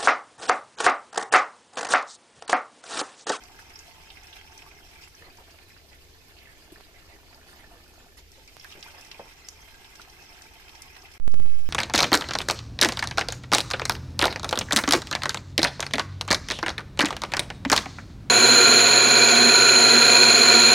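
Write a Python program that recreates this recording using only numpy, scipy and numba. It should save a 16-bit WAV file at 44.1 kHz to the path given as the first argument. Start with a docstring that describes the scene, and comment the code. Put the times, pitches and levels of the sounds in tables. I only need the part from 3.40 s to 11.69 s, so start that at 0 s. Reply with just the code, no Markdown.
"""Filling a pot under a hose

Outdoors, a hose runs into a concrete ditch while a metal pot of rice is rinsed, filled under the stream and set on stone.
The water is a shower of tiny noisy or ringing grains, with single splats, gulps, patter and sloshes; the pot is a few
damped modes with a scuff and rim ticks. Filtered noise makes the low drone and hiss behind it. Near the end the sound
drops out, then swells back under steps and rumbles on the right, a dull bump on the left and air buffeting the microphone.
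"""
import sys
import numpy as np
from scipy import signal
from scipy.fft import rfft, irfft, next_fast_len
from scipy.io import wavfile
from scipy.ndimage import uniform_filter1d
from numba import njit

SR = 44100
rng = np.random.default_rng(int(sys.argv[2]) if len(sys.argv) > 2 else 0)


def unload_audio(sound):
    """Save the sound as a 16-bit wav file, at the path given as the first command line argument."""
    columns = np.transpose(np.atleast_2d(sound))
    # keep every value between -1 and 1, then stretch to whole-number steps
    steps = np.round(np.clip(columns, -1, 1) * 32767)
    wavfile.write(sys.argv[1], SR, steps.astype(np.int16))


N = 365588
TIME = np.arange(N) / SR
TOP_HZ = 14400  # upper edge of the sound


def undb(db):
    """Decibels to gain."""
    return 10 ** (np.asarray(db) / 20)


def curve(rows, axis=1):
    """One column of a table, joined by straight lines in time."""
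    rows = np.array(rows)
    return np.interp(TIME, rows[:, 0], rows[:, axis])


def level(x, db):
    """Scale to an rms level."""
    return x * undb(db) / np.sqrt(np.mean(x ** 2))


def fade(t, t60):
    """Exponential ring-down, 60 dB in t60 seconds."""
    return np.exp(-np.log(1000) * t / max(t60, 1e-3))


def add(out, start_s, x):
    """Mix a short sound in at its start time."""
    i = int(start_s * SR)
    out[..., i:i + x.shape[-1]] += x[..., :N - i]


def wander(rate):
    """Random levels, so many a second, smoothly joined."""
    hold = int(SR / rate)
    steps = np.repeat(rng.standard_normal(N // hold + 1), hold)
    return uniform_filter1d(steps, hold)[:N]


def tint(x, colour, modes=()):
    """Filter by a smooth spectrum with resonant bumps on it."""
    size = next_fast_len(x.shape[-1], True)
    f = np.maximum(np.fft.rfftfreq(size, 1 / SR), 1)
    hz, db = np.transpose(colour)
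    gain_db = np.interp(np.log(f), np.log(hz), db)
    for centre, width, lift in modes:
        gain_db = gain_db + lift / (1 + (2 * (f - centre) / width) ** 2)
    return irfft(rfft(x, size) * undb(gain_db), size)[..., :x.shape[-1]]


def band(x, lo_hz, hi_hz):
    """Band-pass."""
    edges = [lo_hz, min(hi_hz, SR / 2 - 1000)]
    return signal.sosfilt(signal.butter(2, edges, "band", fs=SR, output="sos"), x)


@njit
def ring(starts, hz, cycles, size, rise):
    """Damped sines that die after so many cycles; a positive rise glides them up as the bubble nears the surface."""
    out = np.zeros(N)
    for k in range(len(starts)):
        length = int(cycles[k] * SR / hz[k]) + 2
        first = int(starts[k] * SR)
        turn = 2 * np.pi * hz[k] / SR
        phasor = size[k] + 0j
        step = np.exp(1j * turn - 6.9 / length)
        glide = np.exp(1j * turn * rise / length)
        for i in range(first, min(first + length, N)):
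            phasor *= step
            step *= glide
            out[i] += phasor.imag
    return out


def grains(count, lo_hz, hi_hz, cycles, spread_db, rise):
    """A random shower of ringing grains over a pitch range, the higher ones stronger, with a random spread of sizes."""
    when, pitch, strength, damping = rng.random((count, 4)).T
    hz = lo_hz * (hi_hz / lo_hz) ** pitch
    size = hz * undb(-spread_db * np.log(np.maximum(strength, .01)))
    return level(ring(when * N / SR, hz, cycles * (.5 + damping), size, rise), 0)


def droplets(size, spread_db):
    """Two channels of grainy noise: the strength jumps with every tiny droplet."""
    hold = SR // 2000
    strength = np.clip(rng.standard_normal((2, size // hold + 1)), -2, 2)
    grain = np.repeat(undb(spread_db * strength), hold, axis=1)[:, :size]
    return rng.standard_normal((2, size)) * grain


# Hollow resonances of the ditch. 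Each row: centre in Hz, width in Hz, full lift in dB.
DITCH_RESONANCES = [(394, 69, 9.5), (731, 183, 12), (890.5, 39, 11.5), (1620, 72, 7.5), (2083, 135, 9),
                    (2595, 400, 7.5), (3180, 75, 7), (5340, 840, 10), (5875, 300, 7.5)]


def hollow(x, share):
    """Lend a sound a share of the ditch's resonances."""
    flat = [(1, 0)]
    return tint(x, flat, [(hz, width, share * lift) for hz, width, lift in DITCH_RESONANCES])


def surroundings(x, wet_db=-2, t60=.09, far_db=-15, far_t60=0.2, shared_hz=850):
    """Concrete close by scatters the sound; the lows reach both ports alike, the highs do not."""
    t = TIME[:SR // 5]
    scatter = rng.standard_normal((3, len(t)))
    low = signal.sosfilt(signal.butter(4, shared_hz, fs=SR, output="sos"), scatter[2])
    high = signal.sosfilt(signal.butter(4, shared_hz, "high", fs=SR, output="sos"), scatter[:2])
    near, far = fade(t, t60), fade(t, far_t60)
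    decay = undb(wet_db) * near / np.linalg.norm(near) + undb(far_db) * far / np.linalg.norm(far)
    echo = (low + high) * decay
    # the direct sound reaches the right port first, the left six samples later
    echo[1, 0] += 1
    echo[0, 6] += 1
    return signal.oaconvolve(x[None], echo / np.linalg.norm(echo[0]), axes=1)[:, :N]


# Steady outdoor background. Each row: frequency in Hz, relative level in dB.
AIR_COLOUR = [(20, -0.5), (35, 3), (80, -3.5), (115, -8.5), (200, -14), (400, -4.5), (1000, -35.5),
              (3000, -17.5), (6000, -17), (10000, -28.5), (14500, -26.5)]
# Its drone. Each row: centre in Hz, width in Hz, lift in dB.
DRONE_BUMPS = [(45.1, 1.5, 4.7), (77.9, 27, 7.8), (156.7, 23, 6.8)]
# Air buffeting the microphone. Each row: frequency in Hz, relative level in dB.
BUFFET_COLOUR = [(10, 7), (40, 0), (70, 5), (130, -15), (300, -30), (800, -37), (4000, -80)]


def air(air_db=-55, side_db=-8, buffet_db=-43):
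    """Noise shaped into a distant drone under a smooth hiss; gusts buffet the ports from the first pop on."""
    mid, side = rng.standard_normal((2, N))
    # the lows are narrower than the highs
    side = tint(side, [(300, side_db), (1500, 0)])
    steady = tint(np.array([mid + side, mid - side]), AIR_COLOUR, DRONE_BUMPS)
    gusts = level(tint(rng.standard_normal((2, N)), BUFFET_COLOUR), buffet_db)
    return level(steady, air_db) + gusts * (TIME > ZERO_LINE_POPS[0][0])


# Slow sag of the right channel's zero line. Each row: time in seconds, offset in full-scale units.
ZERO_LINE_SAG = [(7.8, 0), (7.87, -.34), (7.94, -.46), (8.05, -.43), (8.2, -.22), (8.29, -.13)]
# Pops, sudden jumps of that line. Each row: start in seconds, step in full-scale units, rise in ms,
# settling in seconds, starting level of the rumble in dB against the step.
ZERO_LINE_POPS = [(7.7998, -0.064, .02, 0.039, -14), (7.8787, .14, 0.0088, .05, -21.5),
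                  (7.942, 0.16, 0.016, 0.024, -17.5), (8.0007, 0.1, 0.02, .05, -10.5),
                  (8.0614, 0.049, 0.044, .035, -31)]
# The rumble after a pop. Each row: frequency in Hz, relative level in dB.
RUMBLE_COLOUR = [(10, -6), (40, 0.5), (70, 3), (130, -7), (300, -17.5), (600, -28), (1200, -40),
                 (4000, -72)]


def thump(rumble_t60=0.2, bump_s=7.953, bump_hz=200, bump_db=-36, bump_t60=0.072):
    """The right zero line sags and jumps in steps, each a pop with a rumble after it; a dull bump sounds on the left."""
    left, right, t = np.zeros(N), curve(ZERO_LINE_SAG), TIME[:SR // 2]
    for start_s, step, rise_ms, settle_s, rumble_db in ZERO_LINE_POPS:
        noise = tint(rng.standard_normal(len(t)), RUMBLE_COLOUR)
        rumble = level(noise, rumble_db) * fade(t, rumble_t60)
        front = 1 - np.exp(-t * 1000 / max(rise_ms, .005))
        add(right, start_s, step * front * (np.exp(-t / settle_s) + rumble))
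    tone = np.sin(2 * np.pi * bump_hz * t)
    attack = np.minimum(t * bump_hz, 1)
    add(left, bump_s, undb(bump_db) * tone * attack * fade(t, bump_t60))
    return np.array([left, right])


# The filled pot meeting the ledge. Each row: mode in Hz, relative level in dB, t60 in seconds.
POT_BODY = [(274, -6, 0.03), (553, 1.5, 0.058), (790, 7, 0.013), (1036, 0, 0.04), (1310, -10, 0.022)]
# Sharp ticks on the pot's rim. Each row: start in seconds, peak on the right in dB, lowest frequency in Hz.
TICKS = [(3.409, -27, 300), (5.168, -22.5, 450), (5.2453, -23, 2960), (6.087, -23, 2480),
         (6.554, -30, 1500)]


def pot(knock_s=5.7935, knock_db=-30, scuff_t60=0.075, grit_db=-2, rub_db=-6, contact_s=0.0032):
    """The rim ticks as the pot is handled; damped by its water, it scuffs down on the stone with a dull knock."""
    knock, tick, t = np.zeros(N), np.zeros(N), TIME[:SR // 5]
    body = sum(undb(db) * np.sin(2 * np.pi * hz * t) * fade(t, t60) for hz, db, t60 in POT_BODY)
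    scuff = rng.standard_normal(len(t)) * fade(t, scuff_t60)
    # the scuff also sets the pot's own modes ringing
    rubbed = band(signal.fftconvolve(scuff, body)[:len(t)], 230, 4000)
    blow = level(body * (1 - np.exp(-t / contact_s)), 0)
    blow = blow + level(rubbed, rub_db) + level(band(scuff, 260, 1330), grit_db)
    add(knock, knock_s, blow / abs(blow).max() * undb(knock_db))
    for start_s, db, lowest_hz in TICKS:
        snap = band(fade(t, .0002), lowest_hz, 14300)
        add(tick, start_s, snap / abs(snap).max() * undb(db))
    # the ticks are weaker on the left
    return surroundings(knock, wet_db=-12, t60=0.29) + tick * undb([[-9], [0]])


# Water sloshing in the moving pot. Each row: start in seconds, length before the release in seconds,
# bubble level in dB and wash level in dB, both before trim, wash's first pitch in Hz, its spread in octaves.
SLOSH_WAVES = [(1.81, 0.08, -58.5, -52, 1960, 0.59), (1.969, 0.045, -60, -56, 1050, 0.33),
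               (2.505, 0.053, -60, -55.5, 2420, 0.41), (2.976, 0.157, -80, -52, 2970, 0.18),
               (3.358, 0.023, -57, -63, 1500, 0.59), (3.535, 0.058, -64, -54.5, 2310, 0.24),
               (3.684, 0.058, -57, -52.5, 2430, 0.2), (3.92, .04, -59, -69, 2380, 0.47),
               (4.058, 0.17, -77, -52, 4040, 0.74), (4.289, .06, -67, -59, 1200, 0.4),
               (4.767, 0.023, -80, -45.5, 3300, 0.83), (4.951, 0.038, -61, -54.5, 2030, 0.95),
               (5.347, 0.045, -58, -58, 1020, 0.67), (5.452, 0.143, -58, -59, 1110, 0.52),
               (5.739, .045, -57, -55, 2500, 0.34), (5.848, 0.02, -55, -51, 1000, 0.36)]
SLOSH_ATTACK_S, SLOSH_RELEASE_T60_S = 0.0053, 0.074


def sloshes(bubble_db=-2, wash_db=-1, wash_cycles=30, spread_db=5, fall_octaves_per_s=4):
    """A wave runs up the pot's wall: it folds bubbles under and breaks in a grainy wash that sinks in pitch."""
    folding, breaking = np.zeros(N), np.zeros(N)
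    t = TIME[:SR // 3]
    for start_s, length, low_db, high_db, hz, octaves in SLOSH_WAVES:
        attack = np.minimum(t / max(SLOSH_ATTACK_S, 1e-3), 1)
        shape = attack * fade(np.maximum(t - length, 0), SLOSH_RELEASE_T60_S)
        add(folding, start_s, shape * undb(low_db))
        when = t[-1] * rng.random(size=400)
        pitch, strength = rng.standard_normal((2, len(when)))
        droplet_hz = np.minimum(hz * 2 ** (octaves * pitch - fall_octaves_per_s * when), TOP_HZ)
        size = np.sqrt(droplet_hz / hz) * undb(spread_db * np.tanh(strength))
        wash = ring(when, droplet_hz, np.full(len(when), float(wash_cycles)), size, 0.)
        add(breaking, start_s, shape * level(wash[:len(t)], high_db + wash_db))
    bubbles = grains(count=1300, lo_hz=300, hi_hz=1140, cycles=27, spread_db=-1.5, rise=0.1)
    folded = folding * level(tint(bubbles, POT_WATER_COLOUR, POT_RESONANCES), bubble_db)
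    return surroundings(folded + breaking, wet_db=3.0, t60=0.069)


# Pockets of air closing under water. Each row: start in seconds, size in dB before trim,
# starting pitch in Hz, t60 in seconds.
AIR_POCKETS = [(.482, -46, 707, .035), (1.263, -46, 1120, .04), (1.815, -50.5, 450, 0.12),
               (1.823, -40, 1810, .03), (1.878, -47, 740, 0.042), (1.972, -56, 760, .025),
               (1.985, -46.5, 880, 0.036), (2.082, -52, 656, 0.036), (2.143, -48, 625, 0.039),
               (3.055, -50, 2050, .025), (3.072, -45, 1770, 0.035), (3.279, -60, 330, 0.026),
               (3.321, -44, 363, 0.043), (3.359, -44.5, 1780, .035), (3.372, -49, 420, 0.028),
               (3.752, -49, 430, .04), (3.977, -50, 795, .03), (4.196, -53, 1760, .035),
               (4.234, -49, 640, 0.02), (4.242, -44, 1760, 0.041), (4.275, -51, 410, 0.052),
               (4.314, -47.5, 711, 0.069), (4.334, -50.5, 675, .03), (4.359, -53, 477, 0.11),
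               (5.353, -47, 424, .06), (5.377, -49, 373, 0.099), (5.462, -44.5, 1010, .03),
               (5.483, -44, 1500, 0.035), (5.543, -49, 860, 0.09), (6.227, -53, 780, .04),
               (6.597, -39, 1410, 0.023), (6.676, -46, 762, 0.036)]


def gulps(gain_db=4, rise=0.1, brood_db=-10, brood_s=0.026, brood_cycles=9):
    """One large bubble rings and breaks up into a brood of short-lived others."""
    start_s, db, hz, t60 = np.transpose(AIR_POCKETS)
    out = ring(start_s, hz, hz * t60, undb(db), rise)
    delay, pitch = rng.random((len(start_s), 7, 2)).T  # seven in each brood
    cycles = np.full(len(start_s), float(brood_cycles))
    for lag, ratio in zip(delay, 2 ** (1.6 * pitch - .5)):
        out += ring(start_s + brood_s * lag ** 2, hz * ratio, cycles, undb(db + brood_db), rise)
    return surroundings(out * undb(gain_db), wet_db=-3.0, t60=0.036)


# Single drops slapping down. 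Each row: start in seconds, level in dB before panning, centre in Hz,
# t60 in seconds, spread either side in octaves.
SPLAT_DROPS = [(0.037, -40.5, 5370, 0.018, 0.56), (0.19, -41, 1600, 0.054, 0.22),
               (.303, -47, 1870, 0.14, 0.57), (0.3568, -35, 5200, 0.027, 0.085),
               (.39, -36.5, 5570, 0.032, 0.35), (0.7024, -39, 3100, 0.05, .3), (0.771, -43, 2180, 0.05, .2),
               (0.833, -45, 6400, .025, .35), (.87, -44, 5070, .02, 0.15), (0.928, -40.5, 3150, 0.071, .2),
               (.966, -41, 2600, 0.075, 1), (1.012, -42.5, 2110, .025, 0.37),
               (1.1764, -38.5, 5840, 0.028, 0.43), (1.221, -44, 2500, 0.043, 0.4),
               (1.312, -44, 2280, .03, 0.17), (1.403, -55, 1500, .04, .6), (1.449, -51, 4600, .03, .5),
               (1.749, -43, 5740, .025, 0.13), (1.971, -45, 5800, 0.015, 0.43),
               (2.107, -50, 4200, 0.056, .9), (2.186, -46.5, 2140, 0.045, 0.48),
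               (2.301, -46, 2080, .035, 0.24), (2.364, -49.5, 1510, 0.038, 0.36),
               (2.53, -47, 2540, .03, 0.55), (2.967, -47, 2820, .035, .15), (2.985, -47, 4220, .025, 0.11),
               (3.401, -49, 1360, .03, 0.59), (3.927, -47, 1860, .035, .55),
               (3.945, -45, 4620, 0.018, 0.13), (4.918, -42, 6030, 0.0071, 0.72),
               (5.076, -43, 5400, .022, 0.42), (5.197, -36, 4960, 0.015, 0.15),
               (5.212, -43, 3400, 0.014, 0.4), (5.246, -38.5, 1594, 0.053, 0.25),
               (5.314, -42, 4300, 0.046, 0.5), (5.322, -40, 3060, 0.058, .25),
               (5.407, -45.5, 6800, .025, 0.24), (5.427, -34.5, 3650, 0.039, 0.51),
               (5.61, -42, 5600, 0.044, 0.63), (5.648, -43, 6130, .03, 0.4),
               (5.714, -32, 3190, 0.028, 0.54), (5.744, -42, 2420, .035, 0.18),
               (6.086, -28.5, 5870, 0.021, 0.35), (6.19, -50, 2250, .035, .2),
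               (6.279, -50, 1720, 0.039, .5), (6.445, -43, 3180, .025, 0.24),
               (6.555, -42, 4430, .035, 0.81), (6.615, -41, 3900, 0.067, 0.72), (6.698, -45, 5500, .03, .3),
               (6.725, -54, 3500, .03, 1.1), (6.822, -47, 5200, .05, .45),
               (7.0205, -37, 6000, 0.0086, 0.49), (7.28, -45, 2330, 0.054, .25),
               (7.293, -41, 3200, 0.027, 0.54), (7.3505, -43, 2580, 0.042, 1.3),
               (7.42, -35, 6500, 0.029, 0.51), (7.479, -48, 2300, .03, .25), (7.552, -45, 2800, .035, .8),
               (7.564, -41.5, 1880, .05, 0.85), (7.62, -44, 5100, 0.024, 0.32),
               (7.715, -45, 3280, .04, 1.3), (7.917, -39, 5200, 0.027, 0.35)]
# bright drops land further left, low ones further right
SPLAT_HZ, SPLAT_PAN_DB_PER_OCTAVE = 3600, 1.5
SPLAT_GRAIN_DB = 4


def splats(gain_db=0, spatter_db=-22, spatter_t60=0.37, skirt_db=-17, ping_db=-1, ping_cycles=45,
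           bounce_s=0.0036, bounce_db=-7, hollow_share=0.75):
    """Each drop slaps down on water or wet concrete, pings a tiny bubble and throws a short spatter of droplets."""
    out, t = np.zeros((2, N)), TIME[:SR // 6]
    attack = 1 - np.exp(-t / .0005)
    for start_s, db, hz, t60, octaves in SPLAT_DROPS:
        breadth = 2 ** max(octaves, .1)
        pan_db = SPLAT_PAN_DB_PER_OCTAVE * np.log2(hz / SPLAT_HZ)
        gain = undb(db + gain_db + np.array([[pan_db], [-pan_db]]) / 2)
        noise = hollow(droplets(len(t), SPLAT_GRAIN_DB), hollow_share)
        shape = attack * (fade(t, t60) + undb(spatter_db) * fade(t, spatter_t60))
        core = level(band(noise, hz / breadth, hz * breadth), 0)
        slap = shape * (core + level(band(noise, 1100, 4600), skirt_db))
        # the drop's energy is set by its size, whatever its fine grain
        slap = slap * np.linalg.norm(shape / shape.max()) / np.linalg.norm(slap, axis=1, keepdims=True)
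        ping = undb(ping_db) * np.sin(2 * np.pi * hz * t) * fade(t, ping_cycles / hz)
        add(out, start_s, gain * (slap + ping))
        # the ditch wall throws the ping back
        add(out, start_s + bounce_s, gain * ping * undb(bounce_db))
    return out


# Small pattering drops. Each row: centre in Hz, level in dB against the spray curve, before trim.
PATTER_BANDS = [(1000, -13), (1550, -8), (2300, -5), (3200, -8), (5600, -12)]


def patter(breadth=1.296, per_s=17, t60=0.049, spread_db=4.0, in_pot_db=-7, grain_db=3.5,
           hollow_share=0.57, gain_db=-1):
    """Small drops break off the jet and patter down in the ditch in short gritty bursts; the pot catches most of them."""
    out, t, count = np.zeros((2, N)), TIME[:SR // 8], int(per_s * N / SR)
    breadth = max(breadth, 1.1)
    grit = hollow(droplets(N, grain_db), hollow_share)
    for hz, db in PATTER_BANDS:
        slip, strength = rng.random((count, 2)).T
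        # the jet sheds drops at a fairly even rate, so they seldom pile up
        when = (np.arange(count) + slip) / count
        energy = undb(spread_db * (2 * strength - 1)) ** 2
        hits = np.bincount((when * N).astype(int), energy, N)
        bursts = np.sqrt(abs(signal.oaconvolve(hits, fade(t, t60) ** 2)[:N]))
        out += level(bursts * band(grit, hz / breadth, hz * breadth), db + gain_db)
    return out * undb(curve(STREAM_FLOW, axis=1) + in_pot_db * curve(STREAM_AIM))


# The stream, with a lull each time the pot's rim crosses it. Each row: time in seconds,
# spray level in dB and gurgle level in dB, both before trim and colour.
STREAM_FLOW = [(0, -57.5, -55), (0.85, -55.5, -61), (1.4, -58.5, -53.5), (1.675, -54, -67),
               (1.70, -65.5, -79), (1.79, -54.5, -78), (1.87, -55.5, -54.5), (2.23, -53.5, -59.5),
               (2.45, -57, -58), (3.2, -55, -56.5), (4.1, -56, -52.5), (4.68, -58, -54.5),
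               (4.88, -64.5, -73), (5.0, -61.5, -62), (5.21, -59, -71), (5.3, -55, -65), (5.58, -55, -56.5),
               (5.98, -57.5, -63.5), (6.2, -56.5, -59.5), (7.6, -56.5, -57.5), (8.29, -59.5, -62)]
# Where the stream lands. Each row: time in seconds, share that falls into the pot from 0 to 1.
STREAM_AIM = [(1.66, 0), (1.8, 1), (4.8, 1), (5.2, .4), (5.4, 0)]
# Colour of the water in the ditch, then in the pot. Each row: frequency in Hz, gain in dB.
DITCH_WATER_COLOUR = [(150, -8), (300, -3.5), (550, -13.5), (1100, -2.5), (2400, 1.5), (4000, -0.5),
                      (6000, -7), (8000, -1), (10500, -5.5), (14500, -9)]
POT_WATER_COLOUR = [(150, -9), (300, -9), (550, -19.5), (1250, -7.5), (2400, -2.5), (4000, -6.5),
                    (6000, -10), (8000, -6.5), (10500, -8), (14500, -12)]
# Hollow resonances of the pot. Each row: centre in Hz, width in Hz, lift in dB.
POT_RESONANCES = [(368, 77, 8.3), (676, 400, 12.5), (1256, 46, -5), (1778, 52, 10.5), (2170, 90, 5),
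                  (2550, 120, 4.5), (2820, 60, 6), (4700, 1450, 8)]


def stream(spray_db=5.0, gurgle_db=-1, pot_db=0, fizz_db=-3):
    """The hose jet crackles on the surface and drives bubbles under, in the ditch or in the pot."""
    spray, gurgle = 0, 0
    # the jet scatters over five spots, each with its own reflections and its own sputter
    for spot in range(5):
        sputter = undb(3.5 * wander(45))
        crackle = sputter * grains(count=4000, lo_hz=1010, hi_hz=15300, cycles=3.5, spread_db=4.0, rise=0.)
        fizz = grains(count=280, lo_hz=974, hi_hz=7260, cycles=53, spread_db=2.0, rise=0.17)
        bubbles = grains(count=600, lo_hz=198.6, hi_hz=1700, cycles=17, spread_db=2.0, rise=0.23)
        spray = spray + surroundings(crackle + undb(fizz_db) * fizz, wet_db=10.5, t60=0.12)
        gurgle = gurgle + surroundings(bubbles, wet_db=-5.5, t60=0.083)
    top = level(spray, spray_db) * undb(curve(STREAM_FLOW, axis=1))
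    bottom = level(gurgle, gurgle_db) * undb(curve(STREAM_FLOW, axis=2))
    water = top + bottom
    # the landing share splits the water's power between ditch and pot
    in_pot = np.clip(curve(STREAM_AIM), 0, 1)
    in_ditch = np.sqrt(1 - in_pot) * tint(water, DITCH_WATER_COLOUR, DITCH_RESONANCES)
    return in_ditch + np.sqrt(in_pot) * undb(pot_db) * tint(water, POT_WATER_COLOUR, POT_RESONANCES)


def scene():
    """Open air, pot and water."""
    return air() + pot() + sloshes() + gulps() + splats() + patter() + stream()


# The two microphone ports. Each row: frequency in Hz, gain in dB.
LEFT_PORT_COLOUR = [(100, 2.5), (380, -0.16), (700, 2), (1500, -4.5), (4000, -5), (6500, -5), (8300, 0),
                    (9600, -3), (10800, -8.5), (12000, 1.5), (14500, -4.5)]
RIGHT_PORT_COLOUR = [(100, 1.9), (380, -2.5), (700, 2.5), (1500, -1.5), (4000, -1), (6000, -3), (7300, -3),
                     (8200, -23), (8900, -3.5), (9500, -2), (12000, 3.5), (14500, 2)]
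# The brief dropout. Each row: time in seconds, gain in dB.
DROPOUT_GAIN = [(7.779, 0), (7.783, -30), (7.797, -30), (7.802, -19), (7.83, -13), (7.91, -6), (8.02, -1),
                (8.2, 0)]


def record(dry):
    """Each port colours the sound; it drops out and swells back, the thump joins it, and the top is cut."""
    ports = np.array([tint(dry[0], LEFT_PORT_COLOUR), tint(dry[1], RIGHT_PORT_COLOUR)])
    heard = ports * undb(curve(DROPOUT_GAIN)) + thump()
    return signal.sosfilt(signal.ellip(10, .2, 70, TOP_HZ, fs=SR, output="sos"), heard)


dry = scene()
out = record(dry)
unload_audio(out)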